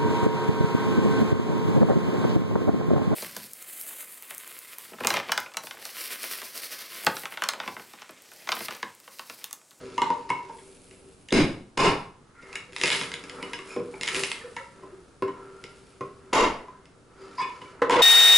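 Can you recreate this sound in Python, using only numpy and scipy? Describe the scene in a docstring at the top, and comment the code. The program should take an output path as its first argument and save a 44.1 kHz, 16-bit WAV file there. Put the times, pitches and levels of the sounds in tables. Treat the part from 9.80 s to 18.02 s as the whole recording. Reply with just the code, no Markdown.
"""A thin steel rod pries chipboard panels off a cast block on a wooden bench in a small workshop.
Cracks, knocks and a few heavy blows combine noise bursts with dying modes of bench, board and rod.
Hands and panels rub in between as filtered noise; squeaks, creaks and landing panels add their tones.
Noise tails give the room its echo over a steady hush, and a camera close by holds the heavy blows
down with a limiter and a slow gain control."""
import sys
import numpy as np
from scipy import signal
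from scipy.fft import rfft, irfft
from scipy.io import wavfile
from scipy.ndimage import uniform_filter1d, minimum_filter1d

SR = 44100
rng = np.random.default_rng(int(sys.argv[2]) if len(sys.argv) > 2 else 0)


def nominal_scale(level):
    """Amplitude ratio for a level in decibels (scalar or array-like)."""
    x = np.asarray(level, float) / 20
    return 10 ** x


def transcribe(u):
    """Save the signal u as a 16-bit wav file named by the first command-line argument.

    u: samples, shape (n,) or (channels, n), limited to [-1, 1]; the rate is SR.
    q: integer samples, one column per channel.
    """
    v = np.clip(np.atleast_2d(u).T, -1, 1)
    q = np.round(v * 32767).astype(np.int16)
    wavfile.write(sys.argv[1], SR, q)


N = 362502  # length of the scene in samples

# All event levels stand ahead of the echo and the gain control.
# Steady background spectrum. Each row: frequency in Hz, relative density in dB per Hz.
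HUSH_SPECTRUM = [(15, -57), (25, 11), (163, 3.5), (252, 3.5), (466, -2), (739, -6), (1030, -8.5),
                 (1550, -9.5), (1860, -16), (10400, -21.5), (11500, -35), (15000, -75), (22000, -120)]
# Stereo background. Each row: frequency in Hz, left-right likeness from 0 to 1.
HUSH_LIKENESS = [(60, 1), (350, 0.6), (2010, 0.13), (11600, 0.93)]
# Decay of the room. Each row: frequency in Hz, t60 in seconds.
ROOM_T60 = [(100, 0.6), (260, 0.37), (700, 0.45), (1840, 0.41), (4850, 0.36), (11000, 0.21)]
# Stereo echo. Each row: frequency in Hz, left-right likeness from 0 to 1.
ROOM_LIKENESS = [(100, 1), (500, 0.9), (1500, 0.72), (5000, 0.64), (11000, 0.71)]
# Colour of the bench rumble. Each row: frequency in Hz, relative level in dB.
RUMBLE_COLOUR = [(10, 2.5), (25, -3.5), (45, -10), (110, -15.5), (250, -37.5)]

# Modes of the bench. Each row: frequency in Hz, relative level in dB, free t60 in seconds.
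BENCH_MODES = [(125, -4.5, 0.1), (187.2, -0.5, 0.15), (228, -11.5, 0.1), (259, -1, 0.15), (309.6, -5, 0.16),
               (341, -9, 0.26), (389.4, 7.5, 0.11), (424, 6.5, 0.06), (480.7, 5, 0.13), (543, -3, 0.073),
               (597, -1, 0.078)]
# Modes of the rod. Each row: frequency in Hz, relative level in dB, free t60 in seconds.
ROD_MODES = [(1646, -5, 0.056), (1832, 6.5, 0.013), (2076, 10, 0.018), (2214, 3, 0.043), (2455, 2, 0.022),
             (2717, -0.5, 0.048), (2944, 2, 0.028), (3380, 2.5, 0.014), (3860, 2, 0.027), (5010, -1, 0.029),
             (6820, -4.5, 0.032)]
# Modes of a board. Each row: multiple of its pitch, relative level in dB, free t60 in seconds.
BOARD_MODES = [(0.858, -42, 0.049), (1, 12.5, 0.037), (1.07, -18, 0.049), (1.236, -16.5, 0.14)]
# Modes of a loose panel. Each row: frequency in Hz, relative level in dB, t60 in seconds.
LOOSE_MODES = [(483.5, 4, 0.12), (490, -21, 0.045), (843, -16, 0.098), (981, -5, 0.068),
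               (1180, -3.5, 0.056), (1520, -18, .05), (1957, -4.5, 0.052), (2140, -12, 0.046)]
# Colour of a crack. Each row: frequency in Hz, relative level in dB.
CRACK_COLOUR = [(150, -48), (500, -7), (1000, 7), (2400, 10), (5000, 9), (8000, 4), (11000, -1)]
# Colour of the dense chipboard modes. Each row: frequency in Hz, relative level in dB.
CLACK_COLOUR = [(200, -6), (450, -0.5), (1200, 6.5), (2300, -5), (4000, -15.5), (9000, -31.5)]

# Rubbing. Each row is a stretch: panel against the drag in dB, extra top of the grit in dB, and a
# curve whose points hold: time in seconds, drag level in dB, grit level in dB.
RUB_STRETCHES = [ (-8, -9.5, [(0.0, -44, -51.5), (0.158, -51, -50.5), (0.45, -54.5, -55.5),
                 (0.7, -55, -55.5)]), (-12.5, 5, [(0.75, -56, -57.5), (1.086, -61.5, -60.5),
                 (1.274, -58, -63.5), (1.5, -78, -66.5)]), (4.5, -3.5, [(2.37, -72.5, -105),
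                 (2.6, -66.5, -64), (2.75, -51.5, -53.5), (2.91, -72, -63)]), (0, -2, [(2.95, -68, -52),
                 (3.04, -45, -34), (3.15, -44, -32), (3.33, -51, -50), (3.43, -55, -53.5),
                 (3.6, -46, -52.5), (3.83, -58, -54), (3.92, -48.5, -46.5), (3.99, -56, -62)]),
                 (1, -1, [(4.03, -64, -60), (4.2, -54.5, -53.5), (4.38, -39.5, -32), (4.45, -56, -37),
                 (4.65, -54, -56), (4.8, -69, -55)]), (-2, -2.5, [(4.85, -79, -58.5), (5.0, -55, -64),
                 (5.4, -71, -68), (5.6, -52.5, -64.5), (5.97, -62.5, -59), (6.3, -66.5, -65),
                 (6.52, -56.5, -69)]), (-0.5, -10, [(6.9, -60, -67.5), (7.248, -69, -79),
                 (7.42, -52.5, -56.5), (7.732, -57, -55), (7.912, -55, -55.5), (8.02, -54.5, -78)]), ]
# Resonances of a rubbed panel. Each row: frequency in Hz, bandwidth in Hz, relative level in dB.
PANEL_RESONANCES = [(997, 92, -10), (1316, 210, 0), (1640, 500, -12)]
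# Colour of the grit hiss. Each row: frequency in Hz, relative level in dB.
GRIT_COLOUR = [(1500, -10), (2300, 3.5), (3000, 1.5), (4000, 0), (4900, 0), (5900, -3), (7000, -1.5),
               (9000, 0.5), (11000, 0.5)]

# Panel and rod sliding on the block.
# Each row: start in seconds, length in seconds, level in dB, frequency in Hz, bandwidth in Hz.
SQUEAKS = [(2.547, 0.11, -55.5, 1392, 60), (2.54, 0.34, -57, 2023, 500), (3.598, 0.082, -51, 2300, 300),
           (3.728, 0.039, -45.5, 5170, 300), (3.88, 0.12, -48, 2380, 300), (3.886, 0.1, -57, 5250, 250),
           (3.882, 0.099, -61, 7000, 300), (4.76, 0.079, -46, 1340, 90), (4.762, 0.041, -41, 1892, 400),
           (5.495, 0.57, -58, 1382, 45), (7.38, 0.11, -64, 4840, 350), (7.573, 0.071, -43.5, 4900, 450)]
# Stick-slip creaks. Each row: start in seconds, peak in dB, frequency in Hz, length in seconds.
STICK_SLIPS = [(2.87, -47.5, 493, 0.06), (4.606, -41, 1786, 0.029), (4.635, -36, 482, 0.034),
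               (4.675, -41, 479, 0.018), (4.71, -40.5, 460, 0.021), (4.79, -40.5, 542, 0.052),
               (5.116, -41, 370, 0.045), (5.172, -41.5, 386, 0.038)]
# Crowded small snaps of a splitting joint.
# Each row: start in seconds, length in seconds, level at the start in dB.
SPLIT_JOINTS = [(3.02, 0.2, -34), (4.22, 0.29, -45)]
# The rod clear of the wood. Each row: start in seconds, level in dB, frequency in Hz, t60 in seconds.
FREE_ROD = [(0.5018, -34.5, 2183, 0.027), (1.4885, -50, 2900, .007), (1.49, -55, 1800, .03),
            (1.5062, -45, 3620, .006), (2.7547, -41, 2850, 0.056), (3.036, -34, 2130, 0.09),
            (3.63, -46, 2935, 0.1), (3.7334, -43.5, 2886, 0.054), (4.141, -48.5, 2320, 0.01),
            (7.6, -40, 1775, 0.12), (7.605, -36.5, 2245, 0.14), (7.62, -49, 2900, .08),
            (7.62, -48, 3470, .1), (7.62, -39, 2495, 0.17), (7.815, -53, 2960, 0.056),
            (7.855, -53, 2280, 0.09)]
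# A loose panel lands on the bench. Each row: start in seconds, level in dB.
LANDINGS = [(8.0183, -19), (8.096, -12), (8.17, -14.5)]
# Short scrapes. Each row: start in seconds, then in dB, ahead of the smearing: crack peak, board, bench.
SHORT_SCRAPES = [(0.488, -30, -37, -46), (0.78, -45.5, -61, -59), (2.62, -42.5, -74, -52),
                 (5.022, -58, -51, -43.5), (3.99, -54, -50, -35.5), (5.474, -39, -35, -42),
                 (7.577, -33.5, -34.5, -63), (7.588, -36, -28.5, -53), (7.597, -34, -34, -68),
                 (7.611, -27, -30.5, -45.5), (7.64, -39, -33, -46), (7.688, -43, -45, -70),
                 (7.811, -39.5, -45.5, -48.5)]
# The rod or a hand knocks a board.
# Each row: start in seconds, board level in dB, board pitch in Hz, bench level in dB, crack peak in dB.
BOARD_KNOCKS = [(0.1791, -24.5, 953, -39.5, -23), (0.2181, -22, 934, -33, -20.5),
                (0.3022, -23, 940, -35, -31.5), (0.5017, -22.5, 972, -37, -23.5),
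                (0.6953, -39.5, 920, -48, -50.5), (3.2129, -42.5, 990, -42, -21),
                (3.6269, -45.5, 994, -38, -26), (3.733, -40.5, 963, -45, -23),
                (3.789, -46, 1120, -47, -32.5), (3.9633, -44, 1070, -27.5, -40),
                (4.1368, -49, 857, -43, -53), (4.765, -36.5, 943, -51, -27.5),
                (5.4221, -31, 1047, -27, -33), (6.208, -37, 1063, -34, -37.5),
                (6.8826, -44, 1010, -55, -50), (8.018, -26, 1021, -30.5, -37),
                (8.0961, -9.5, 960, -22.5, -7.5)]
# The joint of panel and block cracks open. Each row: start in seconds, crack peak in dB, bench in dB.
JOINT_CRACKS = [(1.1103, -41.5, -58), (1.486, -33, -67), (1.506, -32, -59), (1.525, 3, -24),
                (1.9762, 5, -28), (2.7287, -28, -74), (2.755, -17.5, -60), (2.923, -41, -52),
                (2.9314, -35, -58), (2.9632, -21, -62), (2.9838, -30, -50), (2.9995, -30, -53),
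                (3.0133, -16, -42.5), (3.036, -7, -30), (3.0574, -11.5, -41.5), (3.0778, -14, -42),
                (3.1022, -4, -39), (3.149, -17, -49), (3.2342, -25, -48), (3.3169, -24, -53),
                (3.3392, -20.5, -48.5), (3.4385, -32, -45), (3.4962, -27, -54), (4.2108, -21.5, -45),
                (4.2329, -17.5, -61), (4.2727, -24, -60), (4.2769, -15.5, -60), (4.286, -16.5, -52),
                (4.3168, -27, -66), (4.3456, -15.5, -43), (4.354, -18.5, -46), (4.365, -25, -38),
                (4.393, -24, -40.5), (4.435, -14, -44), (4.4432, -26, -53), (4.5162, -17.5, -64),
                (5.8392, -29, -47), (6.5325, 6.5, -32), (6.5375, 0.5, -30), (7.0554, -42.5, -69),
                (8.108, -5, -28)]
# Heavy blows. Each row: start in seconds, levels of the separate parts in dB (crack peak, bench, board),
# tilt of the bench modes in dB per octave, shake of the bench in dB.
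HEAVY_BLOWS = [(1.519, -2, -2, -19.5, -5, -21), (1.971, 10.5, -2, -3, -3.5, -17.5),
               (6.526, 5.5, -3.5, -2, 2, -21), (8.103, 2, -11.5, -7.5, 20, -43)]


def evened(x):
    """Normalisation: scales a signal to rms 1."""
    return x / np.sqrt(np.mean(x ** 2) + 1e-20)


def read(points, hz):
    """Interpolates a response table linearly along a log-frequency axis."""
    f, value = np.transpose(points)
    return np.interp(np.log(hz + 1), np.log(f + 1), value)


def coloured(x, points):
    """Linear filtering: weights the spectrum by a response in dB."""
    gain = nominal_scale(read(points, np.fft.rfftfreq(len(x), 1 / SR)))
    return irfft(rfft(x) * gain, len(x))


def add(mix, s, sound):
    """Superposition: adds a sound to the mix from second s."""
    part = mix[round(s * SR):][:len(sound)]
    part += sound[:len(part)]


def noise_pair(gain, same):
    """Partly coherent stereo noise: a shared and an opposed field, shaped over frequency and time."""
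    hz, t = np.fft.rfftfreq(512, 1 / SR)[:, None], np.arange(N // 128 + 5) * 128 / SR
    a, b, c, d = rng.standard_normal((len(t), len(hz), 4)).T
    like = np.clip(read(same, hz), 0, 1)
    shared = (a + 1j * b) * np.sqrt(1 + like)
    apart = (c + 1j * d) * np.sqrt(1 - like)
    z = np.array([shared + apart, shared - apart]) * gain(hz, t)
    return signal.istft(z, nperseg=512, noverlap=384)[1][:, :N]


def burst(size, rise_s, points, even):
    """A noise impulse; even = 1 flattens its chance spectrum before colouring, 0 leaves it lumpy."""
    t = np.arange(size) / SR
    z = rfft(rng.standard_normal(size) * (t / rise_s) ** 2 * np.exp(-t / rise_s))
    colour = nominal_scale(read(points, np.fft.rfftfreq(size, 1 / SR)))
    z *= colour / (abs(z) + 1e-9) ** np.clip(even, 0, 1)
    return irfft(z, size) * signal.windows.tukey(size, .02)


def ring(modes, spread_db, rise_s, size=8000):
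    """Modal decay: dying sines, excited unequally by chance; rms 1 over the first 20 ms."""
    t = np.arange(size) / SR
    hz, db, t60 = np.transpose(modes)[:, :, None]
    luck_db = spread_db * rng.standard_normal(db.shape)
    side = (-1.) ** np.arange(len(db))[:, None]  # neighbours of opposite sign fill the gaps between them
    rise = (1 - np.exp(-t / rise_s)) ** 2  # the contact builds up
    level = nominal_scale(db + luck_db - 60 * t / t60)
    x = rise * (side * level * np.sin(2 * np.pi * hz * t)).sum(0)
    return x / np.sqrt(np.mean(x[:SR // 50] ** 2))


def clack(hold, size=8000):
    """High modal density: chipboard modes too close to tell apart act as fast-dying coloured noise."""
    t60 = 0.079 * hold
    t = np.arange(size) / SR
    x = coloured(rng.standard_normal(size), CLACK_COLOUR)
    x = x * (1 - np.exp(-t / 0.00098)) * nominal_scale(-60 * t / t60)
    return x / np.sqrt(np.mean(x[:SR // 50] ** 2))


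def hush():
    """Stationary noise: the steady air of the workshop and the hiss of the microphone."""
    noise = noise_pair(lambda hz, t: nominal_scale(read(HUSH_SPECTRUM, hz)), HUSH_LIKENESS)
    return nominal_scale(-56.5) * evened(noise)


def rooms(count=4):
    """Reverberation: noise tails for several places on the bench decay at a rate set by frequency."""
    size = 30000
    noise = noise_pair(lambda hz, t: 1, ROOM_LIKENESS)[:, :count * size].reshape(2, count, size)
    hz, t, z = signal.stft(noise, SR, nperseg=256)
    decay = nominal_scale(-60 * t / read(ROOM_T60, hz)[:, None])
    tails = signal.istft(z * decay, SR, nperseg=256)[1][..., :size]
    tails = tails * np.clip((np.arange(size) / SR - .002) / 0.0015, 0, 1)  # walls answer after a few ms
    return tails / np.linalg.norm(tails[0], axis=-1)[:, None]  # energy 1 on the left


def shake():
    """Structural vibration: after a heavy blow the bench rumbles as low noise that dies exponentially."""
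    t60 = 0.53  # s
    t, level = np.arange(N) / SR, np.zeros(N)
    for s, *_, db in HEAVY_BLOWS:
        rise = np.clip((t - s) / .012, 0, 1) ** 2
        level += rise * nominal_scale(db - 60 * np.maximum(t - s, 0) / t60)
    shared, apart = (coloured(x, RUMBLE_COLOUR) for x in rng.standard_normal((2, N)))
    return level * evened(np.array([shared + 0.098 * apart, shared - 0.17 * apart]))


def rubbing():
    """Friction: dense uneven grains excite bench and panel resonances and a fine grit hiss."""
    rows = [(s, drag, drag + panel, grit, top)
            for panel, top, curve in RUB_STRETCHES for s, drag, grit in curve]
    s, *columns = np.transpose(rows)
    bench_db, panel_db, grit_db, fine_db = (np.interp(np.arange(N) / SR, s, c) for c in columns)

    # grain level changes by chance every 64 samples
    size_db = np.array([[2.35], [2.35], [4.0]]) * np.minimum(rng.exponential(1, (3, N // 64 + 1)), 3)
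    grains = rng.standard_normal((3, N)) * nominal_scale(size_db.repeat(64, axis=1)[:, :N])

    t = np.arange(4000) / SR
    panel = sum(nominal_scale(db) * width * np.exp(-np.pi * width * t) * np.sin(2 * np.pi * hz * t)
                for hz, width, db in PANEL_RESONANCES)
    drag = signal.oaconvolve(grains[0], ring(BENCH_MODES, spread_db=1.0, rise_s=0.00053))[:N]
    slide = signal.oaconvolve(grains[1], panel)[:N]
    grit = evened(coloured(grains[2], [(700, -50), *GRIT_COLOUR]))
    fine = coloured(grit, [(5000, -28), (8000, -0.5)])
    grit = grit + (nominal_scale(fine_db) - 1) * fine  # dry skin and dust change only the top
    return nominal_scale(bench_db) * evened(drag) + nominal_scale(panel_db) * evened(slide) + nominal_scale(grit_db) * grit


def squeak(length, db, hz, width_hz):
    """Narrow-band friction noise: slow complex noise modulates a tone into a fuzzy whistle."""
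    t = np.arange(0, length, 1 / SR)
    r = np.exp(-np.pi * width_hz / SR)
    noise = rng.standard_normal((len(t), 2)).T
    a, b = signal.lfilter([(1 - r) ** 2], np.poly([r, r]), noise)
    turn = 2 * np.pi * hz * t
    whistle = evened(a * np.cos(turn) + b * np.sin(turn))
    return nominal_scale(db) * whistle * np.sin(np.pi * (t / length) ** 0.64)


def creak(db, hz, length):
    """Stick-slip: one mode sings briefly, here a sine that swells and fades."""
    t = np.arange(0, length, 1 / SR)
    return nominal_scale(db) * np.sin(2 * np.pi * hz * t) * np.hanning(len(t))


def snaps():
    """Random impulses: fibres let go, a few loudly; each split starts at once and falls by 12 dB."""
    snaps_per_s = 160
    t = np.arange(N) / SR
    clicks = (rng.random(N) < snaps_per_s / SR) * nominal_scale(4.5 * np.minimum(rng.exponential(1, N), 3))
    kind = rng.integers(0, 8, N)  # eight different bursts
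    train = sum(signal.oaconvolve(clicks * (kind == k), burst(256, 0.00059, CRACK_COLOUR, 0.2))[:N]
                for k in range(8))
    level = sum((t > s) * (t < s + length) * nominal_scale(db - 12 * (t - s).clip(0, 1) / length)
                for s, length, db in SPLIT_JOINTS)
    return level * evened(train)


def free_rod(db, hz, t60):
    """Light damping: clear of the wood, the rod rings on in a close pair of tones."""
    pair = [(hz, 0, t60), (hz * 1.02, -7, t60)]
    return nominal_scale(db) * ring(pair, spread_db=1, rise_s=0.001)


def landing(db):
    """Impact of a loose panel: its separate modes ring over the dense chipboard clack."""
    return nominal_scale(db) * (ring(LOOSE_MODES, spread_db=6.5, rise_s=0.00074) + nominal_scale(-8) * clack(hold=0.86))


def parts(crack_db, bench_db, board_db, rod_db, board_hz, tilt_db=0, hold=1, even=0.078, luck=1):
    """Impact excitation: a short crack sets bench, board and rod ringing; hold under 1 damps them."""
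    bench = [(hz, db + tilt_db * np.log2(hz / 300), t60 * hold) for hz, db, t60 in BENCH_MODES]
    board = [(k * board_hz, db, t60 * hold) for k, db, t60 in BOARD_MODES]
    rod = [(hz, db, t60 * hold) for hz, db, t60 in ROD_MODES]
    low = nominal_scale(bench_db) * ring(bench, spread_db=3.8 * luck, rise_s=0.00019)
    middle = nominal_scale(board_db) * ring(board, spread_db=3 * luck, rise_s=0.0025)
    high = nominal_scale(rod_db) * ring(rod[:-3], spread_db=3 * luck, rise_s=0.0001)
    # the top three rod modes follow the crack
    top = nominal_scale(crack_db - 26.5) * ring(rod[-3:], spread_db=3 * luck, rise_s=0.0001)
    body = nominal_scale((bench_db + board_db) / 2 - 10.5) * clack(hold)
    puff = burst(512, 0.00038, CRACK_COLOUR, even)
    crack = np.pad(nominal_scale(crack_db) * puff / abs(puff).max(), (0, len(low) - len(puff)))
    highpass = signal.butter(2, 95, "high", fs=SR, output="sos")
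    return signal.sosfilt(highpass, [crack, low, middle, high, top, body])


def hit(*levels, hold=1):
    """Superposition at a single contact: all parts start together."""
    return parts(*levels, hold=hold).sum(0)


def smeared(sound, rise_s):
    """Convolution with a noise burst spreads a hit in time, like a quick train of contacts."""
    rattle = burst(2048, rise_s, [(20, 0), (20000, 0.0075)], 0.66)
    return signal.fftconvolve(sound, rattle / np.linalg.norm(rattle))


def scrape(crack, board, bench):
    """Repeated contact: a hit smeared over a few milliseconds has a softer start."""
    return smeared(hit(crack, bench, board, crack - 12.5, 1007), rise_s=0.0029)


def knock(board, hz, bench, crack):
    """Free impact: the struck board rings at its own pitch, the rod 14 dB under the crack."""
    return hit(crack, bench, board, crack - 14, hz)


def joint_crack(crack, bench):
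    """Sudden release: the joint opens with a sharp crack, and boards held in place ring short."""
    return hit(crack, bench, crack - 35.5, crack - 17, 934, hold=0.54)


def blow(crack, bench, board, tilt_db):
    """Damped incoherent impact: pressed parts ring short, and their powers add up to a dense bang."""
    levels = (crack, bench, board, (crack + board) / 2 - 10.5, 1000)
    struck = parts(*levels, tilt_db=tilt_db, hold=0.21, even=1.0, luck=0.1)
    power = (abs(rfft(struck)) ** 2).sum(0)
    treble = np.clip(np.fft.rfftfreq(8000, 1 / SR) / 1300 - 1, 0, 1)  # the high modes melt together
    narrow = uniform_filter1d(power, size=25)
    wide = uniform_filter1d(power, size=161)
    blurred = np.sqrt(abs((1 - treble) * narrow + treble * wide))
    rattle = rfft(burst(2048, 0.00234, [(20, 0), (20000, 0)], 0.92), 8000)
    bang = irfft(blurred * rattle / np.sqrt(np.mean(abs(rattle) ** 2)))
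    bang = np.roll(bang, shift=60)[:4000]
    rise_s = 0.0059  # the parts give a little first
    bang = bang * (1 - np.exp(-(np.arange(len(bang)) / SR / rise_s) ** 2))
    highpass = signal.butter(2, 150, "high", fs=SR, output="sos")  # the bench radiates little bass
    return signal.sosfilt(highpass, bang)


def scene():
    """Direct and reverberant fields: events, rubbing and snaps also sound through the echo tails."""
    sounds = [(s, blow(*levels, tilt_db)) for s, *levels, tilt_db, _ in HEAVY_BLOWS]
    sounds += [(s, knock(*row)) for s, *row in BOARD_KNOCKS]
    sounds += [(s, joint_crack(*row)) for s, *row in JOINT_CRACKS]
    sounds += [(s, scrape(*row)) for s, *row in SHORT_SCRAPES]
    sounds += [(s, creak(*row)) for s, *row in STICK_SLIPS]
    sounds += [(s, squeak(*row)) for s, *row in SQUEAKS]
    sounds += [(s, free_rod(*row)) for s, *row in FREE_ROD]
    sounds += [(s, landing(db)) for s, db in LANDINGS]
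    tails = rooms()
    places = np.zeros((tails.shape[1], N))
    for k, (s, sound) in enumerate(sounds):
        add(places[k % len(places)], s, sound)
    places[0] += rubbing()
    places[1] += snaps()
    wet = signal.fftconvolve(places[None], tails, axes=-1)[..., :N].sum(1)
    return places.sum(0) + nominal_scale(-3) * wet + shake() + hush()


def low_pass(x):
    """Removes everything above the highest recorded frequency."""
    return signal.sosfilt(signal.butter(12, 12210, fs=SR, output="sos"), x)


def record(dry):
    """Dynamic range control: a fast limiter looks ahead, a slow gain lags; then the band is limited."""
    peak_db = 20 * np.log10(abs(dry).max(0) + 1e-9)
    fall = np.arange(N) * 560.0 / SR  # the held peak falls by 560 dB a second
    over_db = np.maximum(np.maximum.accumulate(peak_db + fall) - fall + 8.0, 0)  # excess over -8 dB
    over_db = uniform_filter1d(-minimum_filter1d(-over_db, size=201), size=201)
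    lag = np.exp(-1 / (.25 * SR))  # two lags: the gain sinks deepest some time after a blow
    slow_db = signal.lfilter([(1 - lag) ** 2], np.poly([lag, lag]), 0.94 * over_db)
    held = dry * nominal_scale(-1.2 * over_db - slow_db)  # pulls harder than the excess, so a heavy blow swells as it dies
    lowpass = signal.firwin(301, 11150, window=("kaiser", 5), fs=SR)
    mix = signal.oaconvolve(held, lowpass[None], "same")
    return low_pass(mix)


dry = scene()
out = record(dry)
transcribe(out)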